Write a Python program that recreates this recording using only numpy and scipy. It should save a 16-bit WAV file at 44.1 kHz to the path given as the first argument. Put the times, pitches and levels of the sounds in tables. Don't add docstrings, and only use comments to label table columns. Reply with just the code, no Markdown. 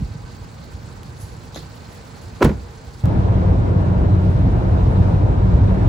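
import sys
import numpy as np
from scipy import signal
from scipy.fft import rfft, irfft, next_fast_len
from scipy.io import wavfile
from scipy.ndimage import uniform_filter1d

SR = 44100
rng = np.random.default_rng(int(sys.argv[2]) if len(sys.argv) > 2 else 0)


def convert_level_to_amplitude(level_db):
    exponent = np.asarray(level_db, float) / 20
    return 10 ** exponent


def master_out(mix):
    frames = np.transpose(np.atleast_2d(mix))
    ceiling = np.clip(frames, -1, 1)
    pcm = np.round(ceiling * 32767).astype(np.int16)
    wavfile.write(sys.argv[1], SR, pcm)


N = 259647
T = np.arange(N) / SR
CUT_S = 3.0362

# hz, level_db_per_hz
RUMBLE_SPECTRUM = [(15, -49), (25, -15), (59, 5), (92, 5), (336, -16.5), (377, -12.5), (400, -39),
                   (520, -57), (880, -120)]
# hz, level_db_per_hz
TRAFFIC_SPECTRUM = [(120, 5), (200, -4), (339, -8), (373, -11.5), (471, -1), (512, -9.5), (936, -6.5),
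                    (2500, -21.5), (3250, -34.5), (5500, -120)]
# hz, level_db_per_hz
FAR_HISS_SPECTRUM = [(1500, -7), (2500, -3), (3500, 3.5), (4400, 6.5), (5500, 2), (7500, 0.5), (9500, 2),
                     (12000, -13.5), (15500, -5.5), (17000, -35.5)]
# pitch_hz, width_hz, level_db
YARD_TONES = [(496, 200, -63), (817, 51, -63.5), (1535, 29, -62), (4190, 200, -71.5), (4680, 59, -68.5)]
# hz, share
OUTDOOR_LIKENESS = [(60, 0.93), (240, 0.76), (480, 0.4), (950, 0.021), (1900, 0.11), (3800, 0.59),
                    (7500, 0.31)]
# time_s, level_db
BREEZE = [
    (0.0, -28),
    (0.13, -40.5),
    (1.33, -40),
    (2.01, -44),
    (2.3, -42),
    (2.76, -46.5),
    (2.93, -42),
]
# centre_s, peak_db, pitch_hz
GUSTS = [(.012, -24, 185), (0.022, -17.5, 196), (.029, -16, 123), (.045, -20, 59), (.113, -23.5, 87),
         (0.16, -19.5, 138), (.235, -30.5, 55), (.3, -33, 60), (.42, -23, 92), (.745, -30, 71),
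         (1.2, -35.5, 250), (1.238, -23.5, 100), (1.613, -36, 70), (2.26, -32, 75), (2.335, -33, 55),
         (2.78, -37, 42), (2.88, -27, 70)]

# hz, level_db_per_hz
BOOM_SPECTRUM = [(12, -44), (20, -17), (43, 1), (97, 1), (145, -1.5), (189, -3.5), (216, -20.5),
                 (271, -18.5), (300, -23), (390, -34), (660, -120)]
# hz, level_db_per_hz
ROAR_SPECTRUM = [(130, -39), (220, 1), (278, -0.5), (308, 2), (653, -2.5), (1360, -14.5), (1720, -20),
                 (1880, -25), (2190, -27.5), (2500, -33.5), (3250, -64.5), (5500, -120)]
# hz, level_db_per_hz
WIND_SPECTRUM = [(1300, -21.5), (2000, -13.5), (2800, -7.5), (4000, -11), (5500, -15.5), (7500, -21),
                 (9500, -24.5), (12000, -32.5), (14500, -40.5), (15800, -50)]
# pitch_hz, width_hz, level_db
CABIN_TONES = [(58, 30, -27), (110.7, 12, -25.5), (197, 18, -50.5), (242.7, 9, -41), (307.5, 15, -45),
               (484, 31, -56.5), (931, 150, -44.5), (3830, 800, -65), (1417, 6.7, -56)]
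# pitch_hz, width_hz, level_db
LEAK = [(11800, 3100, -77.5)]
# hz, share
CABIN_LIKENESS = [(60, 1), (130, 0.92), (240, 0.76), (480, 0.17), (1000, 0.56), (2000, 0.2), (4000, 0.18),
                  (8000, 0.021)]
# centre_s, peak_db, pitch_hz
JOINTS = [(3.042, -6, 104), (3.087, -8, 105), (3.196, -8.5, 109), (3.302, -10, 91), (3.379, -10.5, 112),
          (3.475, -7.5, 101), (3.711, -14, 109), (3.766, -5, 123), (3.884, -5.5, 111), (4.067, -9.5, 116),
          (4.142, -10, 89), (4.293, -5, 132), (4.356, -12, 109), (4.54, -12.5, 95), (4.743, -12, 84),
          (4.796, -17, 103), (4.882, -7, 110), (5.011, -4, 95), (5.203, -9, 98), (5.235, -11, 115),
          (5.298, -9, 109), (5.342, -10, 95), (5.449, -4.5, 100), (5.587, -8, 104), (5.655, -7.5, 70),
          (5.865, -8, 82)]
# time_s, level_db
ROAD = [
    (3.1, 1.2),
    (3.9, 1.85),
    (4.3, 0.2),
    (4.8, 2.2),
    (5.45, 1.7),
    (5.85, 3),
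]
# time_s, level_db
AIRFLOW = [
    (3.1, 1.7),
    (3.8, 0),
    (4.3, 1),
    (4.7, 1.8),
    (5.05, 2),
    (5.3, 1),
    (5.85, 2.3),
]
# time_s, firing_hz
SPEED = [
    (3.1, 92.2),
    (4.0, 92),
    (5.0, 94.43),
    (5.85, 94.35),
]
# time_s, level_db
FIRING_LOAD = [(3.1, -21.5), (3.3, -15.5), (3.55, -21), (3.8, -16), (3.97, -24), (4.15, -18), (4.4, -15.5),
               (4.6, -21), (4.78, -20.5), (5.03, -16.5), (5.2, -21), (5.45, -15.5), (5.62, -17),
               (5.85, -16.5)]
CRUISE_HZ, DB_PER_HZ = 92.1, 0.42

# pitch_hz, width_hz, level_db
CASE = [(3100, 1500, 20), (9500, 3000, 8), (15200, 1500, 13)]
# peak_s, peak_db
RUBS = [
    (1.218, -42.5),
    (1.295, -61),
]
# start_s, peak_db
SNAPS = [
    (2.4442, -24),
    (2.4468, -20.5),
    (2.4505, -30),
    (2.849, -54),
]
# pitch_hz, width_hz, level_db, t60_s
SNAP_BODY = [(3440, 860, -3.5, 0.031), (9800, 9100, 3.5, 0.015), (14700, 3200, -3, 0.02)]
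# start_s, peak_db
SLIPS = [
    (1.5456, -33),
    (1.5535, -38),
    (1.5558, -42),
    (1.5578, -37),
    (1.5595, -38),
    (1.5655, -39),
    (1.5742, -36),
    (1.579, -44),
    (1.587, -45),
    (1.592, -44),
]
# pitch_hz, width_hz, level_db, t60_s
SPRING_BODY = [(3820, 690, 4, 0.02), (4870, 900, -6, 0.024), (6300, 970, -2, 0.034),
               (9200, 3300, -11, 0.089)]
# start_s, peak_db
KNOCKS = [
    (1.5607, -21),
    (1.5635, -30),
    (1.5677, -30),
    (1.5755, -36),
]
# pitch_hz, width_hz, level_db, t60_s
HINGE_BODY = [(503, 220, -1, 0.025), (293, 140, -10.5, 0.19), (1210, 1100, -12.5, 0.1),
              (3880, 1900, -19.5, 0.37)]
# start_s, peak_db
SETTLES = [
    (2.4465, -20),
    (2.455, -22),
    (2.4605, -21),
    (2.4715, -29),
    (2.4925, -29),
    (2.4965, -26),
    (2.515, -36),
]
# pitch_hz, width_hz, level_db, t60_s
PAWL_BODY = [(925, 350, -1, 0.027), (1400, 330, -2, 0.03), (1830, 500, -6, 0.023)]

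# start_s, level_db
SEAL_HITS = [
    (2.4125, -19),
    (2.4175, -8.5),
    (2.453, -12.5),
]
# start_s, level_db
LATCH_HITS = [
    (2.4079, -29),
    (2.4229, -13.5),
    (2.4252, -14.5),
    (2.4271, -7.5),
    (2.441, -23.5),
    (2.449, -20),
    (2.457, -29),
]
# start_s, level_db
FRAME_HITS = [
    (2.4456, -6),
    (2.454, -13.5),
    (2.4645, -22),
    (2.482, -23),
    (2.492, -19),
    (2.511, -38),
]
# hz, level_db
SEAL_COLOUR = [(150, -34), (250, -27), (400, -2), (600, 3.5), (800, -11), (1150, -13.5), (7000, -31)]
# hz, level_db
LATCH_COLOUR = [(150, -19), (230, -10), (380, -5.5), (750, -3), (1150, 0.5), (1600, -3.5), (7000, -15.5)]
# hz, level_db
FRAME_COLOUR = [(60, 8), (150, -3), (280, -3), (480, -15.5), (1150, -21.5), (3000, -24), (8000, -30.5)]
# pitch_hz, level_db, t60_s
DOOR_MODES = [(59, -14, 0.22), (91, -14, 0.098), (144, -14, 0.18), (182, -13, 0.21), (230, -4, 0.22),
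              (269, -6, 0.08), (316.3, -4.5, 0.25), (333, 8.5, 0.043), (408.5, -4, 0.14), (460, 7, 0.068),
              (555, -1, 0.019), (596, -5, 0.054), (770, -28.5, 0.0087), (864, 7, 0.0085),
              (992, -1.5, 0.048), (1057, -0.5, 0.035), (1306, 2, 0.038), (1363, -7, 0.013),
              (1580, -5.5, 0.016), (1680, -12, 0.027), (2296, 1.5, 0.038)]
# hz, level_db_per_hz
SHUDDER_SPECTRUM = [(60, 9), (250, 2.5), (550, -7.5), (1000, -8.5), (3000, -13.5), (8000, -15.5),
                    (16000, -28)]
# hz, t60_s
SHUDDER_T60 = [(60, 0.46), (300, 0.46), (1400, 0.27), (4000, 0.2), (8000, 0.18)]
# centre_s, peak_db, pitch_hz
PUFFS = [(2.4465, -5, 85), (2.449, -10, 52), (2.4527, 0, 230), (2.458, -8.5, 180), (2.4657, -2.5, 140),
         (2.4728, -6, 140), (2.479, -21, 150), (2.486, -11, 70), (2.5025, -13, 150), (2.508, -10, 200),
         (2.517, -13, 171), (2.533, -20, 110), (2.568, -21, 75)]
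# centre_s, peak_db, pitch_hz
FLEXES = [
    (2.4105, -20, 330),
    (2.4142, -15, 350),
    (2.4195, -6, 450),
    (2.4245, -12.5, 520),
    (2.428, -4, 355),
    (2.4365, -12.5, 350),
    (2.4525, -12.5, 418),
    (2.4945, -15, 465),
]

# start_s, peak_db
CUT_CLICKS = [
    (3.0374, -33),
    (3.0568, -19.5),
    (3.0655, -40),
    (3.0755, -39),
]
# low_hz, high_hz, wander_hz
MID_GAPS = [(8250, 9550, 40), (12450, 14000, 350), (15830, 23000, 0)]
# low_hz, high_hz, wander_hz
SIDE_GAPS = [(10600, 12200, 200), (14650, 23000, 100)]
# low_hz, high_hz, wander_hz
CABIN_SIDE_GAP = (9000, 12400, 200)
# hz, share_of_usual_level
SPARSE = [(7500, .3), (9500, .8), (10300, 1.25), (13000, 1.35), (13600, 2.0), (14400, 2.8)]


def rms_one(x):
    return x / np.sqrt(np.mean(x ** 2) + 1e-20)


def tilt(db):
    return convert_level_to_amplitude(np.array([[-db], [db]]))


def in_time(rows):
    s, value = np.transpose(rows)
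    return np.interp(T, s, value)


def bump(centre_s, width_s):
    return np.exp(-.5 * ((T - centre_s) / width_s) ** 2)


def at_hz(points, hz):
    point_hz, value = np.transpose(points)
    return np.interp(np.log(hz), np.log(point_hz), value)


def fft_grid():
    size = next_fast_len(N, real=True)
    return size, np.fft.rfftfreq(size, 1 / SR) + 1


def drift(rate_hz):
    r = np.exp(-80 * np.pi * rate_hz / SR)
    slow = signal.lfilter([1], [1, -2 * r, r * r], rng.standard_normal(N // 40 + 2002))[2000:]
    return np.interp(np.arange(N) / 40, np.arange(len(slow)), rms_one(slow))


def pair(alike, lag=0):
    size, hz = fft_grid()
    shared, left, right = rfft(rng.standard_normal((3, size)))
    share = np.clip(at_hz(alike, hz), 0, 1)
    late = np.exp(-2j * np.pi * hz * lag / SR)
    common = np.sqrt(share) * shared * [late, 1 + 0 * late]
    own = np.sqrt(1 - share) * np.array([left, right])
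    return irfft(common + own, size)[:, :N]


def bands(white, spectrum):
    size, hz = fft_grid()
    coloured = rfft(white, size) * convert_level_to_amplitude(at_hz(spectrum, hz))
    low, high = spectrum[0][0], min(spectrum[-1][0], 16000)
    for centre in low * 2 ** np.arange(0, np.log2(high / low) + .5, .5):
        hump = np.cos(np.pi * np.clip(np.log2(hz / centre), -.5, .5)) ** 2
        yield centre, irfft(coloured * hump, size)[..., :N]


def wash(white, spectrum, patchy_db, rate_hz):
    together = drift(rate_hz)
    total = 0
    for hz, x in bands(white, spectrum):
        depth_db = patchy_db * (1 + 0.74 * (hz > 9000))
        flicker = 0.38 * together + drift(rate_hz * 2)
        total = total + convert_level_to_amplitude(depth_db * flicker) * x
    return rms_one(total)


def resonance(x, hz, width_hz):
    r = np.exp(-np.pi * width_hz / SR)
    poles = [1, -2 * r * np.cos(2 * np.pi * hz / SR), r * r]
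    return signal.lfilter([(1 - r * r) / 2, 0, (r * r - 1) / 2], poles, x)


def ring(x, hz, width_hz):
    return resonance(resonance(x, hz, width_hz), hz, 2 * width_hz)


def tones(white, table):
    return sum(convert_level_to_amplitude(db) * rms_one(ring(white, hz, width_hz)) for hz, width_hz, db in table)


def dying(clicks, t60_s):
    return signal.lfilter([1], [1, -convert_level_to_amplitude(-60 / (t60_s * SR))], clicks + 1e-18)


def swings(rows, cycles):
    out = np.zeros(N)
    for s, db, hz in rows:
        u = np.clip(T - s, -.1, .1)
        envelope = np.exp(-.5 * (u * hz / cycles) ** 2)
        out += convert_level_to_amplitude(db) * envelope * np.cos(2 * np.pi * hz * u * (1 - 8 * u) - .6)
    return out


def yard():
    duck_s, duck_db, recover_s = 2.45, -2.5, 0.16
    passer_db = 1.3 * bump(2, 0.42)
    far_db = passer_db + duck_db * (T > duck_s) * np.exp((duck_s - T) / recover_s)
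    white = pair(OUTDOOR_LIKENESS)
    rumble = convert_level_to_amplitude(in_time(BREEZE) + 1.5) * wash(white, RUMBLE_SPECTRUM, patchy_db=2.5, rate_hz=74)
    traffic = convert_level_to_amplitude(far_db - 43) * wash(white, TRAFFIC_SPECTRUM, patchy_db=1.0, rate_hz=19)
    hiss = convert_level_to_amplitude(far_db - 51.5) * wash(white, FAR_HISS_SPECTRUM, patchy_db=2.0, rate_hz=31)
    return rumble + traffic + hiss + tones(white, YARD_TONES)


def gusts():
    return swings(GUSTS, cycles=0.65) * tilt(1.)


def road_and_wind():
    boom_db = -16 + DB_PER_HZ * (in_time(SPEED) - CRUISE_HZ)
    white = pair(CABIN_LIKENESS, lag=16)
    boom = convert_level_to_amplitude(boom_db - 0.5) * wash(white, BOOM_SPECTRUM, patchy_db=2.0, rate_hz=9)
    roar = convert_level_to_amplitude(in_time(ROAD) - 27) * wash(white, ROAR_SPECTRUM, patchy_db=0.9, rate_hz=5)
    hiss = convert_level_to_amplitude(in_time(AIRFLOW) - 51) * wash(white, WIND_SPECTRUM, patchy_db=0.93, rate_hz=8.1)
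    leak = bump(4.6, 0.33) * tones(white, LEAK)
    cavity = convert_level_to_amplitude(boom_db + 14.0) * tones(white, CABIN_TONES)
    return boom - swings(JOINTS, cycles=0.51) + roar + hiss + leak + cavity


def engine():
    firing_hz = in_time(SPEED) * (1 + 0.0097 * drift(5.5))
    turn = 2 * np.pi * np.cumsum(firing_hz) / SR
    firing_db = 1.5 + in_time(FIRING_LOAD) + 0.55 * drift(3.8)
    second_db = -24.5 - 2 * (1 + np.tanh((T - 4.5) / .2)) / 2
    firing = convert_level_to_amplitude(firing_db) * np.sin(turn)
    second = convert_level_to_amplitude(second_db) * np.sin(2 * turn + 1.39)
    tyre = convert_level_to_amplitude(-40.5) * np.sin(turn * 245.5 / CRUISE_HZ)
    return firing + second + tyre


def case_tick():
    tick = convert_level_to_amplitude(-33) * (np.arange(N) == int(1.0327 * SR)) + 1e-18
    tick = 0.4 * tick + sum(convert_level_to_amplitude(db) * resonance(tick, hz, width_hz) for hz, width_hz, db in CASE)
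    return signal.sosfilt(signal.cheby2(10, 60, 16100, fs=SR, output="sos"), tick)


def dry_contacts():
    white = pair([(300, 0.76), (8000, 0.19)])
    out = np.zeros((2, N))
    for events, body in [(SNAPS, SNAP_BODY), (SLIPS, SPRING_BODY), (KNOCKS, HINGE_BODY), (SETTLES, PAWL_BODY)]:
        s, peak_db = np.transpose(events)
        clicks = np.zeros(N)
        clicks[(s * SR).astype(int)] = convert_level_to_amplitude(peak_db - 6.0)
        for hz, width_hz, db, t60_s in body:
            struck = resonance(resonance(clicks, hz, width_hz / 2), hz, 2 * width_hz)
            out += convert_level_to_amplitude(db + 1) * struck * SR / (np.pi * width_hz / 2)
            out += convert_level_to_amplitude(db) * dying(clicks, t60_s) * rms_one(ring(white, hz, width_hz))
    rise_db_per_s, fall_db_per_s = 394, 225
    rubbed = 0
    for s, db in RUBS:
        rubbed = rubbed + convert_level_to_amplitude(db - np.maximum(rise_db_per_s * (s - T), fall_db_per_s * (T - s)))
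    rustle = rms_one(resonance(white, 9400, 1000)) + 0.38 * rms_one(resonance(white, 6900, 1500))
    return out + rubbed * rustle


def door():
    kinds = [(SEAL_HITS, SEAL_COLOUR), (LATCH_HITS, LATCH_COLOUR), (FRAME_HITS, FRAME_COLOUR)]
    rows = [(s, db, colour) for hits, colour in kinds for s, db in hits]
    at = np.array([int(s * SR) for s, _, _ in rows])

    def blows(hz, extra_db):
        clicks = np.zeros(N)
        np.add.at(clicks, at, convert_level_to_amplitude([db + at_hz(colour, hz) for _, db, colour in rows] + extra_db))
        soft = np.exp(-7.5 * hz / SR)
        return signal.lfilter([(1 - soft) ** 2], [1, -2 * soft, soft ** 2], clicks + 1e-18)

    modes = np.zeros(N)
    for hz, db, t60_s in DOOR_MODES:
        w = 2 * np.pi * hz / SR
        r = convert_level_to_amplitude(-60 / (t60_s * SR))
        drive = [.5, 0, -.5] if hz > 300 else [0, np.sin(w)]
        struck = blows(hz, db + 4 * rng.standard_normal(len(at)))
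        modes += signal.lfilter(drive, [1, -2 * r * np.cos(w), r * r], struck + 1e-18)

    shaken = 0
    white = pair([(100, 1.0), (1400, 0.18), (6000, 0.98)])
    for hz, x in bands(white, SHUDDER_SPECTRUM):
        struck = blows(hz, np.zeros(len(at)))
        long_tail = dying(struck, at_hz(SHUDDER_T60, hz)) * convert_level_to_amplitude(-2.5)
        crack = dying(struck, 0.023) * convert_level_to_amplitude(-14.5) * (hz > 1500) / np.sqrt(np.mean(x ** 2))
        shaken = shaken + x * (long_tail + crack)

    blow = signal.sosfilt(signal.butter(2, 38, "high", fs=SR, output="sos"), modes + shaken)
    return (blow - swings(PUFFS, cycles=0.27) - swings(FLEXES, cycles=0.85)) * tilt(.7)


def one_top(x):
    size, hz = fft_grid()
    left, right = rfft(x, size)
    turned = left * np.exp(2j * np.pi * (hz - 11300) / 4200)
    return irfft([left, np.where(hz > 8100, turned, right)], size)[:, :N]


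def drop_weak_bands(x, mid_gaps, side_gaps, sparse_to_hz):
    mid_side = [x[0] + x[1], x[0] - x[1]]
    hz, _, both = signal.stft(mid_side, SR, nperseg=2048, boundary="even", padded=False)
    top_db = 10 * np.log10(np.sum(np.abs(both[:, hz > 8000]) ** 2, axis=(0, 1)) + 1e-20)
    hz_per_db, most_hz = 45, 400
    keep_hz = np.clip(hz_per_db * (top_db - np.median(top_db) + 1), 0, most_hz)
    usual = uniform_filter1d(np.median(np.abs(both), axis=2), size=24)
    floor = usual * at_hz(SPARSE, hz + 1) * (hz < sparse_to_hz)
    kept = np.abs(both) >= floor[..., None]
    for k, gaps in enumerate([mid_gaps, side_gaps]):
        for low, high, wander in gaps:
            shift = wander * np.round(2 * uniform_filter1d(rng.standard_normal((2, len(keep_hz))), size=3))
            below = hz[:, None] < low + shift[0] + keep_hz * (wander > 50)
            above = hz[:, None] > high + shift[1] - keep_hz
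            kept[k] &= below | above
    mid, side = signal.istft(both * kept, SR, nperseg=2048)[1] / 2
    return np.hstack([[mid + side, mid - side], x[:, len(mid):]])


def scene():
    outside = (yard() + dry_contacts()) * tilt(1.1) + gusts() + door()
    outside = drop_weak_bands(one_top(outside), MID_GAPS, SIDE_GAPS, sparse_to_hz=13500)
    outside += case_tick()
    inside = (road_and_wind() + engine()) * tilt(-.2)
    cabin_side_gaps = [CABIN_SIDE_GAP, (15800, 23000, 0)]
    inside = drop_weak_bands(inside, [(14300, 23000, 0)], cabin_side_gaps, sparse_to_hz=14400)
    cut_clicks = np.zeros(N)
    for s, db in CUT_CLICKS:
        cut_clicks[int(s * SR)] = convert_level_to_amplitude(db)
    fade_in = np.clip((T - CUT_S) / 0.0031, 0, 1)
    return np.where(T < CUT_S, outside, fade_in * inside) + signal.lfilter([1], [1, -.6], cut_clicks)


def low_pass(x):
    return signal.sosfilt(signal.butter(12, 16690, fs=SR, output="sos"), x)


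def record(dry):
    high_pass = signal.butter(2, 24, "high", fs=SR, output="sos").repeat(2, axis=0)
    heard = signal.sosfilt(high_pass, dry)
    mix = 1.163 * np.tanh(heard / 1.196)
    return low_pass(mix)


dry = scene()
out = record(dry)
master_out(out)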